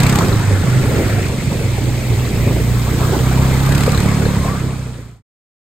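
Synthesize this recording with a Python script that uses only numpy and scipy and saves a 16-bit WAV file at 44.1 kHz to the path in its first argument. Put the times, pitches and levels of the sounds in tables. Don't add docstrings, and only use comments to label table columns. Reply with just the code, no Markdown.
import sys
import numpy as np
from scipy import signal
from scipy.fft import rfft, irfft, next_fast_len
from scipy.io import wavfile
from scipy.ndimage import uniform_filter1d, map_coordinates

SR = 44100
rng = np.random.default_rng(int(sys.argv[2]) if len(sys.argv) > 2 else 0)


def gain_from_db(level_db):
    decades = np.asarray(level_db, float) / 20
    return 10 ** decades


def unload_audio(sound):
    columns = np.transpose(np.atleast_2d(sound))
    steps = np.round(np.clip(columns, -1, 1) * 32767)
    wavfile.write(sys.argv[1], SR, steps.astype(np.int16))


N = 253575

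# centre in Hz, width in Hz, level in dB.
SILENCER = [(32.6, 15, -7), (59.6, 16, 1.5), (124.7, 30.3, 0.5), (244, 51, -4.5), (430, 31, -19)]
# centre in Hz, width in Hz, level in dB.
TAILPIPE = [(35, 35, -5), (68, 36, 0.5), (140, 130, 2), (250, 70, -1), (407, 280, -10.5)]
# centre in Hz, width in Hz, level in dB.
GAS_CRACK = [(500, 400, -2), (1100, 700, 0), (2300, 900, -1), (4200, 1400, -4), (7800, 2500, -6),
             (13000, 5000, -14)]
# engine order, level in dB over the blows.
GROWL = [(5, -8), (6, -9), (7, -11), (8, -13)]
# time in seconds, firings per second.
LEAVING_SPEED = [(0, 31.4), (.19, 33.5), (.225, 33.5), (.24, 28.2), (.41, 26), (.6, 23.7), (.67, 24.1),
                 (.81, 27), (.98, 26.7), (1.12, 26.2), (1.22, 24.8), (1.4, 22.3), (1.52, 23.9),
                 (1.62, 25.2), (1.93, 25.9), (2.13, 25.5), (2.4, 24.1)]
# time in seconds, firings per second.
PASSING_SPEED = [(.6, 30.5), (.8, 31.8), (.96, 32.6), (1.1, 32.5), (1.38, 31.8), (1.86, 30.8), (2.09, 30.7),
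                 (2.4, 29.1), (3.04, 30.4), (3.19, 31.5), (3.45, 32.6), (3.67, 33.5), (3.79, 35.3),
                 (3.88, 35.8), (4.23, 36), (4.59, 32.8), (4.76, 32), (5.22, 27.5)]
# time in seconds, exhaust level in dB, load from 0 (mostly drone) to 1
LEAVING_EFFORT = [(0, -18, .35), (0.221, -18, 0.8), (.24, -20.5, 0.21), (.41, -20, 0.16), (.6, -25.5, 0.04),
                  (.67, -16, 0.83), (.81, -26.5, 0.3), (.98, -26.5, .1), (1.22, -23, 0.3),
                  (1.52, -22.5, .8), (1.62, -26.5, 0), (1.93, -38, .03), (2.13, -29, 0.15), (3, -35.5, 0.6),
                  (5.3, -57.5, 0.4)]
# time in seconds, exhaust level in dB, load from 0 to 1.
PASSING_EFFORT = [(.3, -47.5, 1), (.6, -37.5, 0.022), (.8, -21, .02), (.96, -20.5, 0.39),
                  (1.38, -30, 0.048), (1.86, -18.5, 0.59), (2.09, -26, 0.06), (2.4, -17.5, 0.78),
                  (2.7, -17, 0.49), (3.04, -18.5, 0.69), (3.45, -13.5, 0.36), (3.67, -16, .2),
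                  (3.79, -15, 0.28), (4.05, -16.5, 0.62), (4.3, -16, 0.53), (4.5, -16.5, 0.56),
                  (5.2, -18, 0.41)]

# frequency in Hz, level in dB per Hz.
SLOSH = [(30, -4.5), (80, 3), (200, -3), (330, -2.5), (480, -6.5), (700, -15.5), (1500, -35)]
# frequency in Hz, level in dB per Hz.
RUSH = [(400, -33), (750, -5), (1100, -4), (1600, -6.5), (2200, -21), (3500, -62)]
# frequency in Hz, level in dB per Hz.
HISS = [(1200, -24.5), (1800, -2), (2100, 2), (2600, -1.5), (2850, -9.5), (4000, -43)]
# frequency in Hz, level in dB per Hz.
FIZZ = [(2000, -36.5), (3000, 1), (4000, 1), (6000, -4.5), (7800, -1.5), (10300, -2.5), (13000, -23.5),
        (16000, -24.5)]
# frequency in Hz, level in dB per Hz.
MIST = [(8000, -41.5), (11000, 3.5), (13500, -1.5), (16000, 4.5)]
# level in dB, share of the churn, share of the wave's
REGISTERS = [(-22, 0.37, 0.45, 0.4), (-31, 0.77, 0.18, -1.3), (-35, .55, .05, 1.6),
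             (-32.5, 0.27, 0.13, -0.22)]
# time in seconds, length in seconds, slap in dB, spray in dB.
WAVES = [
    (.08, 0.087, -0.5, 0.5),
    (1.3, 0.27, 1, 1.6),
    (2.75, 0.17, -2.5, -1),
    (.27, 0.085, 6.5, 0.5),
    (0.954, 0.23, 12, 2),
    (2.25, 0.57, 4.5, 3),
    (3.08, .16, 5, -2),
    (3.58, 0.15, -2.3, -0.5),
    (4.18, 0.084, -1, 0.1),
    (4.47, 0.057, 9, .3),
]
# time in seconds, peak in dB, pitch in Hz.
POCKETS = [(0.064, -16.5, 2300), (0.188, -20.5, 1150), (0.208, -11, 1030), (0.698, -22.5, 1350),
           (0.729, -23, 1390), (1.013, -16, 504), (1.179, -17, 420), (1.182, -15.5, 693),
           (1.779, -18.5, 754), (1.783, -7.5, 400), (2.101, -32, 2590), (2.124, -30.5, 746),
           (3.13, -5, 370), (3.134, -17.5, 870), (3.149, -18.5, 990), (3.164, -5.5, 330),
           (3.313, -15.5, 726), (3.374, -17, 915), (3.67, -22, 1170), (3.878, 3.5, 466),
           (3.879, -15.5, 1210), (4.263, -3.5, 460), (4.987, -10.5, 480)]
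# centre in Hz, width in Hz, level in dB.
ARCHES = [(1338, 130, -2.5), (1805, 210, -4)]
# time in seconds, peak in dB.
TICKS = [
    (0.327, -21),
    (3.7234, -23.5),
    (3.7509, -28.5),
    (3.919, -23.5),
    (3.947, -16),
    (3.976, -16.5),
    (4.003, -33.5),
    (4.1974, -31),
    (4.254, -21),
    (4.2827, -31.5),
]

# delay in seconds, gain.
BANKS = [(.0075, 0.026), (0.017, -0.075)]
# frequency in Hz, likeness from 0 to 1, right port's lead in radians.
PORTS = [(60, .99, 0), (300, .91, -.1), (2000, .42, .6), (4100, .33, -.2), (5600, .3, 0), (7100, .93, 0),
         (9850, 1, 0)]
# frequency in Hz, left over right in dB.
LEAN = [(60, -1.8), (200, -2.3), (700, .5), (1300, 1.2), (3100, 1.6), (4300, -1.4), (5900, -4), (7500, 0)]
# frequency in Hz, half width in Hz, #
FLIPS = [(4850, 750, 0), (6350, 750, 0), (8950, 900, .33), (12100, 1050, .45), (15250, 1000, .55)]

SHUT_S = .215


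def clock():
    return np.arange(N) / SR


def unit(x):
    return x / np.sqrt(np.mean(x ** 2) + 1e-20)


def along(points, hz):
    f, v = np.transpose(points)
    return np.interp(np.log(hz + 1), np.log(f + 1), v)


def curves(rows):
    s, *cols = np.transpose(rows)
    return [np.interp(clock(), s, c) for c in cols]


def wobble(rate):
    knots = rng.standard_normal(int(N * rate / SR) + 4)
    return map_coordinates(knots, [np.arange(N) * rate / SR])


def filtered(x, response):
    m = next_fast_len(N + SR // 2)
    return irfft(rfft(x, m) * response(np.fft.rfftfreq(m, 1 / SR)), m)[..., :N]


def resonant(x, modes, order=1):
    def response(f):
        total = 0
        for k, (centre, width, db) in enumerate(modes):
            band = 1j * f * width / (centre * centre - f * f + 1j * f * width)
            total = total + (-1) ** k * gain_from_db(db) * band
        return total ** order
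    return unit(filtered(x, response))


def rush(spectrum, patchy_db):
    z = signal.stft(rng.standard_normal(N + 512), nperseg=512)[2]
    patches = uniform_filter1d(uniform_filter1d(rng.standard_normal(z.shape), 4, 0), 6, 1)
    noise = signal.istft(z * gain_from_db(patchy_db * unit(patches)), nperseg=512)[1][:N]
    return unit(filtered(noise, lambda hz: gain_from_db(along(spectrum, hz))))


def bubble(hz, t60, length, rise=0.28):
    t = np.arange(length) / SR
    swell = gain_from_db(-60 * t / t60) * (1 - np.exp(-t * hz))
    return swell * np.sin(2 * np.pi * hz * t * (1 + rise * t / t60))


def engine(speed, effort, jet, tone, shut_db, settled, fires_at_s, jitter_s, scatter_db):
    blows_db, load = curves(effort)
    load = np.clip(load, 0, 1)
    aimed_s, jet_db, beam_s = jet
    faces_s, tone_s, open_share = tone
    unsteady = np.interp(clock(), (2.4, 2.9, 4.4, 4.7), [1, settled, settled, 1])
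    drone_db = blows_db + 8.5 - 27.5 * load

    off_beam = (clock() - aimed_s) / beam_s * np.where(clock() > aimed_s, 1.4, 1)
    crack_db = jet_db - 14.5 * np.log10(1 + off_beam ** 2) + shut_db * (clock() > SHUT_S)
    facing = np.clip((open_share + load) / (1 + ((clock() - faces_s) / tone_s) ** 2), 0, 1)

    cycles = np.cumsum(curves(speed)[0]) / SR
    cycles = cycles - cycles[round(fires_at_s * SR)]
    firings = np.flatnonzero(np.diff(np.floor(cycles)))
    chance = rng.standard_normal((200, 3))[:len(firings)]
    late = np.round(jitter_s * SR * chance[:, 0]).astype(int)
    at = np.clip(firings + late, 0, N - 1)

    blows = -np.bincount(at, gain_from_db(scatter_db * chance[:, 1]), N)
    through_body = np.sqrt(1 - facing) * resonant(blows, SILENCER, order=2)
    from_pipe = np.sqrt(facing) * resonant(blows, TAILPIPE, order=2)
    drone_phase = 4 * 2 * np.pi * cycles + .85 * unsteady * wobble(12)
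    drone = gain_from_db(3 * unsteady * wobble(18)) * np.sqrt(2) * np.sin(drone_phase)
    growl = np.sqrt(facing) * sum(gain_from_db(db) * np.sin(k * 2 * np.pi * cycles - 2.6) for k, db in GROWL)

    jets = np.bincount(at, gain_from_db(2.2 * np.clip(chance[:, 2], -2, 1.3)), N)
    t = np.arange(SR // 20) / SR
    puff = gain_from_db(-60 * t / .03) * (1 - np.exp(-t / .0004))
    gate = signal.fftconvolve(jets, puff)[:N]
    crack = resonant(gate * rng.standard_normal(N), GAS_CRACK)
    return gain_from_db(blows_db) * (through_body + from_pipe + growl) + gain_from_db(drone_db) * drone + gain_from_db(crack_db) * crack


def churn(closest_s, speed, closest_m):
    past_m = speed * (clock() - closest_s)
    away_m = np.hypot(past_m, closest_m)
    return gain_from_db(11.5 * (1 + past_m / away_m)) / away_m ** 2


def droplets(count, centre_hz, cycles, spread_db):
    u, g = rng.random((count, 2)), rng.standard_normal(count)
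    hz = np.clip(centre_hz * np.exp(0.45 * g), 150, 15000)[:, None]
    gain = gain_from_db(-spread_db * np.log(1 - .96 * u[:, 1:]))
    rows = bubble(hz, cycles / hz, length=700) * gain
    at = (u[:, :1] * N).astype(int) + np.arange(700)
    return unit(np.bincount(at.ravel(), rows.ravel(), N)[:N])


def water():
    spinning = np.clip((SHUT_S + .04 - clock()) / .04, 0, 1)
    leaving = churn(closest_s=-0.47, speed=4.98, closest_m=0.44) * gain_from_db(2 * 5 * spinning)
    passing = churn(closest_s=3.29, speed=3.05, closest_m=1.93)
    churn_db = 10 * np.log10(leaving + passing)
    slap_db, spray_db = sum(np.outer(db, np.exp(-((clock() - s) / length) ** 2)) for s, length, *db in WAVES)
    slosh_db, rush_db, hiss_db, fizz_db = (
        db + grows * churn_db + slap * slap_db + spray * spray_db for db, grows, slap, spray in REGISTERS)
    surge = wobble(7)

    plops = droplets(count=500, centre_hz=451.5, cycles=15, spread_db=-1)
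    slosh = gain_from_db(slosh_db + 1.0 * surge) * (1.004 * rush(SLOSH, patchy_db=-2.5) + 0.27 * plops)
    drips = droplets(count=1200, centre_hz=1153, cycles=17, spread_db=10.5)
    sheet = gain_from_db(rush_db + 5.5 + 0.2 * surge) * (0.64 * rush(RUSH, patchy_db=2.5) + 0.21 * drips)
    patter = droplets(count=1500, centre_hz=2430, cycles=5.1, spread_db=11.0)
    hiss = gain_from_db(hiss_db + 4) * (0.76 * rush(HISS, patchy_db=2.0) + 0.21 * patter)
    sparkle = droplets(count=4000, centre_hz=6650, cycles=2.4, spread_db=7)
    fizz = gain_from_db(fizz_db + 0.19 * wobble(20)) * (1.047 * rush(FIZZ, patchy_db=0.0) + 0.41 * sparkle)
    return slosh + sheet + hiss + fizz


def gulps():
    out = np.zeros(N + SR)
    for s, db, hz in POCKETS:
        t60 = .036 - .0009 * (db + 15.5)
        gulp = bubble(hz, t60, length=SR // 5, rise=0.075 * (hz < 2000))
        out[round(s * SR):][:SR // 5] += gain_from_db(db + 3.0) * gulp
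    return out[:N]


def whirl():
    shape = np.interp(clock(), np.cumsum([0.23, .15, 0.81, 0.18]), [0, 1, 1, 0])
    return shape * gain_from_db(-34 + 2.1 * wobble(20)) * resonant(rng.standard_normal(N), ARCHES)


def bracket():
    out = np.zeros(N + SR)
    for s, db in TICKS:
        hz = 4010 * (1 + .015 * rng.standard_normal())
        out[round(s * SR):][:SR // 5] += gain_from_db(db + 3.0) * bubble(hz, t60=.019, length=SR // 5, rise=0)
    return out[:N]


def mist():
    coming_db = 9 * (2.75 - clock())
    going_db = 22 * (clock() - 3.7)
    level_db = -34.5 - np.maximum(0, np.maximum(coming_db, going_db))
    return gain_from_db(level_db) * rush(MIST, patchy_db=-1.5)


def belt():
    hz = 1065 + 6200 * np.clip(clock() - 4.42, 0, .4) ** 2
    shape = np.interp(clock(), np.cumsum([4.36, .11, .05, .15]), [0, 1, 1, 0])
    phase = 2 * np.pi * np.cumsum(hz * (1 + .04 * wobble(140))) / SR
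    return shape * gain_from_db(-26 + 3 + 2.5 * wobble(80)) * np.sin(phase)


def banks(x):
    def response(hz):
        return 1 + sum(g * np.exp(-2j * np.pi * hz * s) / (1 + 1j * hz / 1500) for s, g in BANKS)
    return filtered(x, response)


def ports(x):
    f, like, lead = np.transpose(PORTS)
    z = signal.stft(x, nperseg=768)[2]
    scattered = signal.istft(z * np.exp(2j * np.pi * rng.random(z.shape)), nperseg=768)[1][:N]
    scattered = unit(scattered) * np.std(x)

    def split(hz):
        lost = sum(dip * np.clip(1 - np.abs(hz - c) / w, 0, 1) for c, w, dip in FLIPS)
        angle = np.arccos(np.interp(hz, f, like) * (1 - lost)) / 2
        return np.array([np.cos(angle), np.sin(angle)])

    def sides(hz):
        turned = sum(np.pi * np.clip((hz - c + w) / (2 * w), 0, 1) for c, w, _ in FLIPS)
        left = gain_from_db(along(LEAN, hz) / 2) * np.exp(-.5j * (np.interp(hz, f, lead) + turned))
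        return np.array([left, 1 / left])

    direct, diffuse = filtered(np.array([x, scattered]), split)
    return filtered(np.array([direct + diffuse, direct - diffuse]), sides)


def scene():
    # faces us at s, beam s, open share unloaded
    leaving = engine(LEAVING_SPEED, LEAVING_EFFORT, jet=(.13, -24, .25), tone=(.08, 2.6, 0.44),
                     shut_db=-12, settled=1, fires_at_s=.126, jitter_s=.0005, scatter_db=1.6)
    passing = engine(PASSING_SPEED, PASSING_EFFORT, jet=(3.82, -29, .25), tone=(4.15, 0.744, 0.04),
                     shut_db=0, settled=.25, fires_at_s=3.863, jitter_s=.0003, scatter_db=1.3)
    pool = water() + gulps() + whirl() + mist()
    return ports(banks(leaving + passing) + pool + bracket() + belt())


def roll_off(x):
    return signal.sosfilt(signal.butter(12, 15720, fs=SR, output="sos"), x)


def record(dry):
    limited = dry / (1 + np.abs(dry / .99) ** 6) ** (1 / 6)
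    fade = np.clip((5.225 - clock()) / 1, 0, 1) ** 1.15
    return roll_off(limited * fade)


dry = scene()
out = record(dry)
unload_audio(out)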